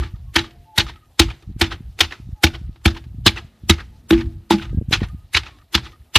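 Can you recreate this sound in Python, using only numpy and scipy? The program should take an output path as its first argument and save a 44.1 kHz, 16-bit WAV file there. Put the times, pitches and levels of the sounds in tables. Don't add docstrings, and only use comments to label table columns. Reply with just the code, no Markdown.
import sys
import numpy as np
from scipy import signal
from scipy.io import wavfile
from scipy.ndimage import uniform_filter1d

SR = 44100
rng = np.random.default_rng(int(sys.argv[2]) if len(sys.argv) > 2 else 0)


def file_out(sig):
    cols = np.atleast_2d(sig).T
    lim = np.clip(cols, -1, 1)
    pcm = np.round(lim * 32767).astype(np.int16)
    wavfile.write(sys.argv[1], SR, pcm)


def elevation(decibels):
    levels = np.asarray(decibels, float)
    return 10 ** (levels / 20)


N = 272538
T = np.arange(N) / SR

# frequency in Hz, level in dB per Hz.
AIR_COLOUR = [(88, -33), (150, -11), (324, -9.5), (535, -27.5), (714, -13), (991, -31.5), (1230, -24),
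              (1490, -26), (3470, -25.5), (13600, -42.5), (15000, -45.5)]
# start in seconds, length in seconds, first and last pitch in Hz, level in dB.
COOS = [(.04, .07, 1200, 1150, -53), (.26, .06, 1090, 1090, -57), (.43, .4, 700, 705, -56),
        (.43, .07, 1220, 1200, -54), (.5, .12, 460, 440, -62), (.65, .19, 885, 840, -44),
        (.96, .03, 1240, 1225, -56), (1.015, .055, 1225, 1235, -55), (2.35, .1, 873, 810, -50.5),
        (3.4, .055, 700, 670, -52), (3.92, .071, 860, 860, -57), (4.28, .04, 690, 680, -58),
        (4.32, .1, 850, 840, -66), (4.63, .12, 1250, 1230, -61), (4.72, .08, 1570, 1640, -59),
        (5.075, .16, 1240, 1225, -63), (5.42, .14, 1240, 1220, -59), (5.49, .09, 1130, 1050, -57),
        (5.62, .08, 700, 680, -70)]
# start in seconds, length in seconds, pitch in Hz, level in dB.
CLUCKS = [(0.143, 0.027, 617, -67.5), (0.869, 0.016, 604, -55.5), (0.935, 0.051, 644, -72),
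          (1.01, 0.053, 630, -75), (1.418, 0.028, 607, -69), (4.683, 0.04, 626, -71),
          (5.08, 0.034, 609, -67), (5.587, 0.041, 612, -68.5), (5.93, 0.032, 618, -67)]
CLUCK_HARMONICS_DB = [-14, 24, 14.5, -25]
# loudest moment in seconds, half width in seconds, pitch and width in Hz, level in dB.
HUM = (4, 0.75, 215.5, 26.5, -55)
# peak in seconds, peak level in dB, half width in ms.
PUSHES = [(0.14, -25, 1.26), (1.476, -27.5, 1.26), (1.493, -32, 0.8), (1.514, -32.5, 0.87),
          (1.564, -28.5, 0.75), (1.807, -31, 0.76), (1.889, -32.5, 1.75), (2.201, -34.5, 0.75),
          (2.272, -29.5, 1.2), (2.291, -31.5, 0.78), (2.33, -23, 1.52), (2.694, -30, 0.8),
          (3.067, -33, 0.97), (3.147, -32, 0.83), (3.185, -31, 0.85), (3.193, -32.5, 0.89),
          (3.448, -38, 0.88), (3.637, -32, 0.77), (4.731, -29, 0.45), (4.747, -18.5, 0.81),
          (4.774, -17.5, 0.82), (4.786, -17, 0.93), (4.814, -25.5, 0.45), (4.823, -26.5, 0.59),
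          (4.887, -20, 1), (4.912, -22.5, 0.39), (5.036, -21, 1.15), (5.135, -31, 1.1), (5.147, -28, 0.86)]
# peak in seconds,
# peak level in dB, half width in ms.
PULLS = [(1.501, -29.5, 0.67), (2.615, -26.5, 0.91), (4.783, -30, 0.37), (5.019, -12, 0.51),
         (5.028, -17.5, 0.89)]
# passing time in seconds, level in dB, half width in seconds.
WAKES = [(0.202, -34, 0.14), (0.579, -42.5, 0.11), (1.531, -29, 0.078), (1.832, -32.5, 0.12),
         (2.28, -33.5, 0.084), (2.66, -28, 0.049), (3.08, -35, 0.24), (3.251, -27, 0.064),
         (3.669, -34.5, 0.046), (3.949, -43.5, 0.14), (4.265, -18, 0.03), (4.359, -31.5, 0.07),
         (4.74, -26, 0.13), (5.13, -35, 0.11), (5.62, -46.5, 0.044), (6.02, -41.5, 0.021)]
CRACKLE_HZ = [1800, 2800, 3900]
# start in seconds, low ring, main ring and pestle knock in dB,
# share of the free ringing time that the pulp leaves, 0 to 1.
BLOWS = [(-.055, -20, -16.5, -16, 0.52), (0.361, -32, -24, -26, 0.66), (0.779, -32, -38, -30.5, 0.94),
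         (1.2, -29.5, -14.5, -26.5, 0.46), (1.615, -28, -21.5, -30.5, 0.56), (2.004, -48, -38, -36, 0.8),
         (2.439, -22.5, -16.5, -17, 0.47), (2.858, -19, -21, -32, 0.69), (3.261, -17, -19.5, -32, 0.46),
         (3.698, -10.5, -17.5, -51, 0.34), (4.109, -25.5, -13.5, -30.5, 0.68),
         (4.126, -23, -15.5, -46, 0.83), (4.508, -23.5, -17, -21.5, 0.65), (4.536, -20.5, -34, -39.5, 1),
         (4.927, -33.5, -37.5, -55, 0.41), (5.347, -34, -53, -53, 0.02), (5.748, -26.5, -34.5, -57, 0.73),
         (6.158, -27, -44.5, -44, 0.46)]
# frequency in Hz, time to fall 60 dB in seconds, rise in seconds.
RINGS = [
    (205.5, 0.13, 0.0015),
    (331, 0.23, 0.00052),
    (850, 0.11, 0.0046),
]
# start in seconds, level in dB, frequency in Hz, 60 dB decay in seconds.
THUMPS = [(-.0105, -11, 59.7, 0.1), (0.36, -15.5, 71.2, 0.082), (0.78, -8.5, 98.6, 0.05),
          (1.196, -5.5, 75.5, 0.074), (1.615, -10, 75.4, 0.066), (2.007, -24.5, 80.7, 0.17),
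          (2.438, -8, 79, 0.092), (2.859, -0.5, 75.4, 0.063), (3.262, -11, 94, 0.079),
          (3.697, -6, 82.2, 0.084), (4.109, -16, 98, 0.11), (4.129, -8.5, 53, 0.084),
          (4.505, -25, 87, 0.089), (4.533, -31.5, 99.6, 0.061), (4.926, -4, 102.2, 0.026),
          (5.347, -15, 76.3, 0.077), (5.747, -13, 72.7, 0.065), (6.155, -10.5, 85.7, 0.074)]
# time in seconds, ring in Hz, level in dB.
STEM_BURSTS = [(0.3631, 2300, -15), (0.3632, 3280, -10.5), (0.3636, 1880, -16), (0.3677, 850, -13.5),
               (0.7788, 1940, -21), (0.7847, 4300, -17), (0.7847, 3460, -19), (0.789, 2930, -25),
               (1.2007, 4320, -9), (1.1973, 5183, -10), (1.2014, 2950, -10), (1.1986, 3890, -7.5),
               (1.6138, 1940, -16.5), (1.6147, 3110, -14), (1.6196, 2340, -18.5), (1.6174, 4190, -13),
               (2.0088, 3266, -8), (2.0104, 2487, -4), (2.0115, 2007, -7), (2.0143, 3194, -9.5),
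               (2.44, 3090, -8.5), (2.4405, 2195, -7.5), (2.4429, 1710, -13), (2.4441, 3760, -8.5),
               (2.858, 1595, -30), (2.859, 2310, -10), (2.8613, 4350, -16.5), (2.862, 3220, -10.5),
               (3.2646, 1156, -11.5), (3.2663, 3730, -9.5), (3.2704, 3040, -12.5), (3.2805, 3455, -7),
               (3.6986, 2645, -11.5), (3.6997, 3270, -4), (3.7028, 3830, -9.5), (3.71, 3790, -6),
               (4.1084, 1530, -17), (4.1104, 2400, -34.5), (4.1107, 3150, -25), (4.111, 3670, -17),
               (4.5115, 1380, -20), (4.5102, 924, -6.5), (4.5105, 3700, -16.5), (4.5222, 912, -17),
               (4.93, 3977, -9.5), (4.9308, 2990, -19), (4.9377, 3380, -9), (4.9413, 4210, -15),
               (5.3505, 2840, -13), (5.3543, 3920, -12.5), (5.364, 1695, -19.5), (5.3664, 3060, -25),
               (5.7479, 3470, -12.5), (5.7525, 2890, -12), (5.7543, 4170, -20), (5.7596, 3910, -23),
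               (6.157, 2850, -6), (6.1602, 3960, -5), (6.168, 2845, -6.5), (6.166, 3750, -13)]
# time in seconds, ring in Hz, level in dB.
WEAK_POPS = [(0.0268, 1230, -31), (0.0355, 1300, -31.5), (0.038, 1750, -31), (0.39, 4020, -17.5),
             (0.3956, 3900, -21), (0.445, 1210, -35.5), (0.447, 1820, -40), (0.784, 1500, -20),
             (0.8064, 2960, -12), (0.8094, 4280, -15.5), (0.868, 1250, -32), (0.899, 940, -31),
             (1.2203, 3580, -22.5), (1.221, 2600, -20.5), (1.2906, 1280, -35), (1.308, 2450, -35),
             (1.6394, 2440, -24), (1.6448, 3050, -21.5), (1.7205, 1230, -31), (1.7194, 1560, -28),
             (2.0354, 3080, -23), (2.0459, 2890, -26.5), (2.126, 1760, -29), (2.125, 2480, -28),
             (2.4699, 2330, -16.5), (2.4749, 2760, -23.5), (2.5507, 1980, -36), (2.552, 3070, -36),
             (2.885, 1270, -24.5), (2.8844, 2830, -28.5), (2.9662, 960, -35.5), (2.9693, 2150, -46),
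             (3.2895, 3300, -33), (3.2945, 2280, -21.5), (3.375, 1980, -26), (3.3745, 2680, -26.5),
             (3.721, 1380, -24), (3.7235, 2140, -22), (3.7956, 1910, -34), (3.8087, 1740, -37),
             (4.1312, 1270, -24), (4.1336, 3040, -21), (4.199, 2190, -36), (4.2176, 1795, -32),
             (4.531, 3780, -23), (4.5317, 1400, -25), (4.5995, 1496, -30.5), (4.625, 2560, -38),
             (4.9543, 2610, -23.5), (4.9567, 3320, -22), (5.0333, 1830, -33.5), (5.036, 1800, -35),
             (5.3728, 3900, -18), (5.3813, 3080, -15), (5.4671, 1290, -36), (5.472, 2620, -33.5),
             (5.781, 3240, -25), (5.7826, 1050, -27.5), (5.8562, 3270, -38), (5.867, 1220, -36)]
# frequency in Hz, level in dB per Hz.
PULP_COLOUR = [(240, -29), (400, -3.5), (473, -22), (602, -24), (828, -7.5), (979, -18.5), (1170, -9),
               (3770, -9), (5860, -23.5), (13700, -29.5), (15000, -42)]
# start in seconds, level in dB.
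BRUSHES = [(0.34, -39.5), (.76, -37.5), (1.185, -38.5), (1.594, -36), (1.989, -31.5), (2.427, -33),
           (2.846, -36), (3.252, -37), (3.686, -36), (4.1, -30), (4.5, -43), (4.89, -51), (5.332, -31.5),
           (5.728, -35.5), (6.141, -32)]
# time in seconds, peak level in dB, treble against it in dB.
TICKS = [(0.157, -41, -20.5), (0.507, -40, -18), (0.936, -39.5, -28.5), (0.957, -36, -30.5),
         (1.423, -35.5, -13), (1.989, -17.5, -10), (2.122, -17.5, -27.5), (2.316, -51.5, -27),
         (2.361, -50.5, -23), (2.678, -54, -15), (2.758, -41.5, -30), (2.814, -50, -20), (3.039, -36, -26),
         (4.176, -21, -43), (4.651, -29, -29.5), (4.257, -40, -33), (4.6934, -35.5, -19), (5.003, -28, -31),
         (5.084, -37, -7), (5.433, -23.5, -25), (5.5852, -39.5, -13), (5.6135, -45.5, -17),
         (5.9182, -37, -25.5)]
# peak in seconds, level in dB, treble against it in dB,
# rise in seconds, 60 dB decay in seconds.
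IMPACTS = [(-.01, -31, -21, .004, 0.19), (.364, -7.5, -15.5, 0.0055, 0.056), (.782, -7, -12, 0.0039, 0.072),
           (1.199, -1, -7, 0.0036, 0.034), (1.617, -7, -14.5, 0.0048, 0.053), (2.009, 0, -15, 0.003, 0.048),
           (2.441, -3, -13.5, 0.0051, 0.046), (2.86, -8, -14.5, 0.0047, 0.042),
           (3.268, -2, -11, 0.0053, 0.045), (3.28, -6.5, -25, 0.0084, 0.028),
           (3.7, 0.5, -12.5, 0.0034, 0.034), (3.709, -8.5, -26, 0.0022, .03),
           (4.11, -9, -26.5, 0.0031, 0.0072), (4.131, -24.5, -26.5, 0.012, 0.17),
           (4.508, -14, -13, 0.0031, 0.11), (4.911, -37, -4.5, 0.0033, 0.27),
           (4.935, -10, -23, 0.01, 0.092), (5.35, -10.5, -29.5, 0.0047, 0.045),
           (5.371, -11, -24.5, 0.0078, 0.069), (5.753, -8, -16.5, 0.0077, 0.043),
           (6.161, -0.5, -19, 0.0051, 0.05)]
# peak in seconds, level in dB, delay of the ooze in seconds,
# ooze against it in dB.
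SQUEEZES = [(0.39, -17, 0.024, -14.5), (0.801, -13, 0.012, -24), (1.221, -14.5, 0.014, -15.5),
            (1.643, -22, 0.026, -10), (2.035, -21, 0.015, -8), (2.471, -22.5, 0.0077, -17.5),
            (2.882, -21, 0.03, -10), (3.293, -22, 0.015, -30), (3.724, -25.5, .014, -4),
            (4.53, -21.5, 0.014, -4.5), (5.405, -54, 0.03, 2), (5.781, -25, 0.021, -26)]
# peak in seconds, level in dB, rise in seconds,
# 60 dB decay in seconds, how much earlier it starts to let go in seconds.
LIFTS = [(0.033, -33.5, 0.0064, 0.17, 0.047), (.444, -41, 0.0085, 0.16, 0.02),
         (0.899, -33, 0.019, 0.073, 0.029), (1.306, -34, 0.0063, 0.11, 0.018),
         (1.726, -29, 0.016, 0.1, 0.0048), (2.122, -31.5, 0.00054, 0.14, 0.0088),
         (2.555, -32.5, 0.011, 0.051, 0.015), (2.973, -32, 0.008, 0.061, 0.022),
         (3.378, -27, 0.0027, 0.084, 0.013), (3.808, -34, 0.0096, 0.064, 0.024),
         (4.214, -32, 0.016, 0.083, 0.022), (4.626, -31, 0.014, 0.14, 0.039),
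         (5.038, -32, 0.013, 0.093, 0.03), (5.47, -37.5, 0.014, 0.19, 0.017),
         (5.868, -38, 0.031, 0.11, 0.029)]
CRUNCH_BRIGHT_DB = [-11.5, 2.5, 7, 7.5, 1, 4.5, 6.5, 2.5, 4.5, 4.5, -6, -2, -8, 4, 5, 11.5, 6.5, 4]
SUCK_BRIGHT_DB = [-5.5, 3.5, -4.5, -9, -8.5, -6.5, -14.5, -1.5, -6.5, -13.5, -6, -9.5, -5.5, -8.5, -13.5,
                  -4, 1, -3]
SIDE_DB = [-12, -63, -31, -31.5, -36, -22, -59.5, -12, -13, -11.5, 7, -9.5, -15.5, -7, -10, -12, -11.5, -5]

BLOW_S = np.array(BLOWS)[:, 0]


def level(x, db):
    return x * elevation(db) / np.sqrt(np.mean(x ** 2))


def colour_db(table, hz):
    table_hz, db = np.transpose(table)
    return np.interp(np.log(hz), np.log(table_hz), db)


def band(x, hz, width):
    return signal.lfilter(*signal.iirpeak(min(hz, .45 * SR), hz / width, fs=SR), x)


def add(out, s, sound):
    i = int(round(s * SR))
    part = sound[max(-i, 0):max(N - i, 0)]
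    out[max(i, 0):max(i, 0) + len(part)] += part


def walk(rate):
    hold = int(SR / rate)
    steps = np.repeat(rng.standard_normal(N // hold + 1), hold)
    smooth = uniform_filter1d(uniform_filter1d(steps, hold), hold)[:N]
    return smooth / np.std(smooth)


def fade(t, t60):
    return np.exp(-np.log(1000) * t / t60)


def sine(hz, t):
    return np.sin(2 * np.pi * hz * t)


def stroke():
    return np.searchsorted(BLOW_S - .03, T) - 1


def after_blow():
    latest = BLOW_S[np.searchsorted(BLOW_S, T) - 1]
    return np.exp(-(T - latest) / 0.14)


def air():
    out = 0
    for hz in 180 * 2 ** np.arange(0, 6.4, 1 / 3):
        db = colour_db(AIR_COLOUR, hz) + 10 * np.log10(hz) + 1.9 * walk(8.6) + 2.5 * walk(50)
        strip = band(band(rng.standard_normal(N), hz, hz / 3), hz, hz)
        out = out + level(strip, 0) * elevation(db)
    return level(out, -66)


def birds():
    coos, clucks = np.zeros(N), np.zeros(N)
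    for s, length, first_hz, last_hz, db in COOS:
        t = T[:int(length * SR)]
        glide_hz = first_hz + (last_hz - first_hz) * t / length / 2
        add(coos, s, elevation(db) * np.sin(np.pi * t / length) ** 0.5 * sine(glide_hz, t))
    for s, length, hz, db in CLUCKS:
        t = T[:int(length * SR)]
        voice = sum(elevation(g) * sine((k + 1) * hz, t) for k, g in enumerate(CLUCK_HARMONICS_DB))
        add(clucks, s, elevation(db) * np.sin(np.pi * t / length) ** 0.14 * voice)
    coos = np.interp(T + .00015 * walk(37), T, coos)
    hoarse = clucks * (1 + walk(150)) / 2
    return coos * elevation(2 * walk(60) - 2) + hoarse * elevation(-4.0)


def hum():
    s, half_width_s, hz, width_hz, db = HUM
    drone = level(band(rng.standard_normal(N), hz, width_hz), db)
    return drone * np.exp(-((T - s) / half_width_s) ** 4)


def draught():
    power, t = np.full(N, elevation(2 * -57.5)), T[:SR // 2]
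    for s, db, _, _ in THUMPS:
        strength = elevation(-12.5 + 0.66 * min(db, -3))
        stir = strength * (1 - np.exp(-(t / 0.029) ** 2)) * fade(t, 0.4)
        add(power, s, stir ** 2)
    for s, db, half_width_s in WAKES:
        power += elevation(2 * db) * np.exp(-2 * ((T - s) / half_width_s) ** 2)
    return np.sqrt(power)


def wind():
    lowpass = signal.butter(4, 130, fs=SR, output="sos")
    rumble = signal.sosfilt(lowpass, band(rng.standard_normal(N), 56, 50))
    out = level(rumble, 0) * draught() * elevation(2.4 * walk(30))
    for way, puffs in ((1, PUSHES), (-0.65, PULLS)):
        for s, db, width_ms in puffs:
            u = (T[:SR // 25] - .01) / (.0013 * width_ms)
            add(out, s - .01, way * elevation(db + 10.5) * np.exp(-u ** 2 / 2))
    return out


def microphone_hiss():
    hiss = level(band(rng.standard_normal(N), 12500, 5500), -74)
    return hiss * elevation(6.4 * after_blow() + 1.2 * walk(14) + 1.5 * walk(90))


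def hollow():
    tone = level(band(rng.standard_normal(N), 1250, 45), -81)
    return tone * elevation(24 * after_blow() + 3 * walk(9))


def crackle():
    out = 0
    for hz in CRACKLE_HZ:
        present = rng.random(N) < 300 / SR
        clicks = present * rng.standard_normal(N) * elevation(1.5 * rng.exponential(size=N))
        out = out + band(band(clicks, hz, hz / 6), hz, hz / 2)
    return level(out, -77) * elevation(24 * after_blow())


def yard(x, t60, wet_db, top_hz):
    t = T[:SR // 2]
    scatter = rng.standard_normal(len(t)) * fade(t, t60)
    tail = signal.lfilter(*signal.butter(1, top_hz, fs=SR), scatter)
    return signal.fftconvolve(x, tail * elevation(wet_db) / np.sqrt(np.sum(tail ** 2)))[:N]


def murmur(crush):
    strength = np.abs(uniform_filter1d(crush ** 2, size=256)) ** 0.37
    shaken = strength * rng.standard_normal(N)
    out = elevation(8.0) * band(shaken, 334, 43)
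    out += elevation(-2.5) * band(shaken, 205, 9.9)
    out += elevation(-0.5) * band(shaken, 850, 60)
    main_db = np.array(BLOWS)[stroke(), 2]
    return out * elevation(0.18 * (main_db + 21.5))


def bowl():
    out, t = np.zeros(N), T[:SR // 2]
    for s, *strength_db, free in BLOWS:
        for db, (hz, t60, rise) in zip(strength_db, RINGS):
            decay = fade(t, t60 * free) + elevation(-19.5) * fade(t, 2.7 * t60 * free)
            add(out, s, elevation(db + 10.5) * (1 - np.exp(-t / rise)) * decay * sine(hz, t + s))
            twin = (1 - np.exp(-t / .02)) * fade(t, 2 * t60 * free) * sine(0.71 * hz, t)
            add(out, s, elevation(db + 14.0 - 18.5) * twin)
        belly = (1 - np.exp(-t / .004)) * fade(t, .5 * free) * sine(280, t + s)
        add(out, s, elevation(strength_db[1] - 17) * belly)
        split = fade(t, 0.018 * free) * sine(780, t)
        add(out, s, elevation(strength_db[-1] + 10) * split)
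    for s, db, hz, t60 in THUMPS:
        add(out, s, elevation(db + 10.5) * (1 - np.exp(-(t / 0.0079) ** 2)) * fade(t, t60) * sine(hz, t))
    rocking = walk(50)
    out = np.interp(T + .0003 * uniform_filter1d(rocking, size=600), T, out)
    return out * elevation(rocking)


def pops():
    out, t, rise_s = np.zeros(N), T[:SR // 30], .0015
    shape = (1 - np.exp(-(t / rise_s) ** 2)) * fade(t, .018)
    shape = shape / shape.max()
    for s, hz, db in STEM_BURSTS + WEAK_POPS:
        ring = np.sin(2 * np.pi * (hz * t + rng.random()))
        add(out, s - 2 * rise_s, elevation(db + 2) * shape * ring)
    return out


def snaps(lo_hz, hi_hz, per_s, spread_db, sharp):
    out, count = np.zeros(N), per_s * N // SR
    for hz in lo_hz * 2 ** np.arange(0, np.log2(hi_hz / lo_hz), 1 / 4):
        clicks = np.zeros(N)
        sizes = rng.standard_normal(count) * elevation(spread_db * rng.exponential(size=count))
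        clicks[rng.integers(N, size=count)] = sizes
        ring = band(band(clicks, hz, hz / sharp), hz, hz / 2)
        patchy = elevation(2.2 * walk(35))
        out += level(ring * patchy, colour_db(PULP_COLOUR, hz) + 10 * np.log10(hz))
    return level(out, 0)


def brighten(x):
    low = signal.sosfiltfilt(signal.butter(1, 2300, fs=SR, output="sos"), x)
    blow = stroke()
    sucking = T - BLOW_S[blow] > .075
    tilt_db = np.where(sucking, np.array(SUCK_BRIGHT_DB)[blow], np.array(CRUNCH_BRIGHT_DB)[blow])
    tilt = uniform_filter1d(elevation(tilt_db / 2), size=512)
    return low / tilt + (x - low) * tilt


def pulp_bursts():
    bursts = list(IMPACTS)
    for s, db in BRUSHES:
        bursts.append((s + 0.0097, db + 0.5, -1, 0.0091, 0.052))
        bursts.append((s + 0.028, db - 6, -7, 0.025, .04))
    for s, db, later, ooze_db in SQUEEZES:
        bursts.append((s, db, -36.5, 0.01, 0.074))
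        bursts.append((s + later, db + ooze_db, -36.5, 0.01, 0.069))
    for s, db, rise, t60, earlier in LIFTS:
        bursts.append((s - earlier, db - 4.5, -26, 0.0055, .11))
        bursts.append((s, db, -26, rise, t60))
    for s, db, treble_db in TICKS:
        bursts.append((s + 0.0017, db - 10.0, treble_db, .001, .05))
    return bursts


def pulp():
    body, spit, t = np.zeros(N), np.zeros(N), T[:SR // 3]
    for s, db, treble_db, rise, t60 in pulp_bursts():
        rise = max(rise, .0005)
        lead = t[:int(rise * 3 * SR)]
        swell = np.exp(-(lead[::-1] / rise) ** 2)
        start = s - lead[-1]
        add(body, start, elevation(2 * db) * np.r_[swell, fade(t, t60)] ** 2)
        spit_decay = fade(t, .6 * t60) + elevation(-20) * fade(t, 3.0 * t60)
        add(spit, start, elevation(2 * (db + treble_db)) * np.r_[swell, spit_decay] ** 2)
    crunch = brighten(snaps(450, 6500, per_s=4000, spread_db=1.5, sharp=5))
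    fizz = snaps(6500, 14500, per_s=4000, spread_db=2, sharp=4)
    clumps = elevation(-2.0 + walk(110))
    return np.sqrt(body) * clumps * crunch + np.sqrt(spit) * elevation(-3.0) * fizz


def side_hiss(mid):
    out, blow = 0, stroke()
    landing = np.abs(T - BLOW_S[blow] - .01) < .035
    for hz in np.arange(4300, 14000, 1200):
        strip = signal.butter(3, [hz, hz + 1200], "band", fs=SR, output="sos")
        strength = np.sqrt(np.abs(uniform_filter1d(signal.sosfilt(strip, mid) ** 2, size=1024)))
        present = (strength < elevation(-40)) * (walk(22) > max(3 - hz / 2100, -.6))
        landing_gain = elevation(np.array(SIDE_DB)[blow] + 0.6 * hz / 1000 + 1.0)
        present = np.where(landing, landing_gain, present)
        noise = level(signal.sosfilt(strip, rng.standard_normal(N)), -6)
        out = out + strength * present * noise
    return out


def scene():
    crush = pulp()
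    far = air() * elevation(23.0 * after_blow() + 0.26 + walk(33)) + birds() + hum()
    near = wind() + microphone_hiss() + hollow() + crackle()
    blows = bowl() + murmur(crush) + pops() + crush
    mid = far + near + blows + yard(crush, t60=0.38, wet_db=-28.5, top_hz=3500)
    side = side_hiss(mid)
    return np.array([mid + side, mid - side])


def band_limit(x):
    return signal.sosfilt(signal.butter(12, 15600, fs=SR, output="sos"), x)


def record(dry):
    x = signal.sosfilt(signal.butter(3, 50, "high", fs=SR, output="sos"), dry)
    x = x / (1 + (x / 1.06) ** 4) ** .25
    x = signal.sosfilt(signal.ellip(10, .2, 80, 14250, fs=SR, output="sos"), x)
    return band_limit(x)


dry = scene()
out = record(dry)
file_out(out)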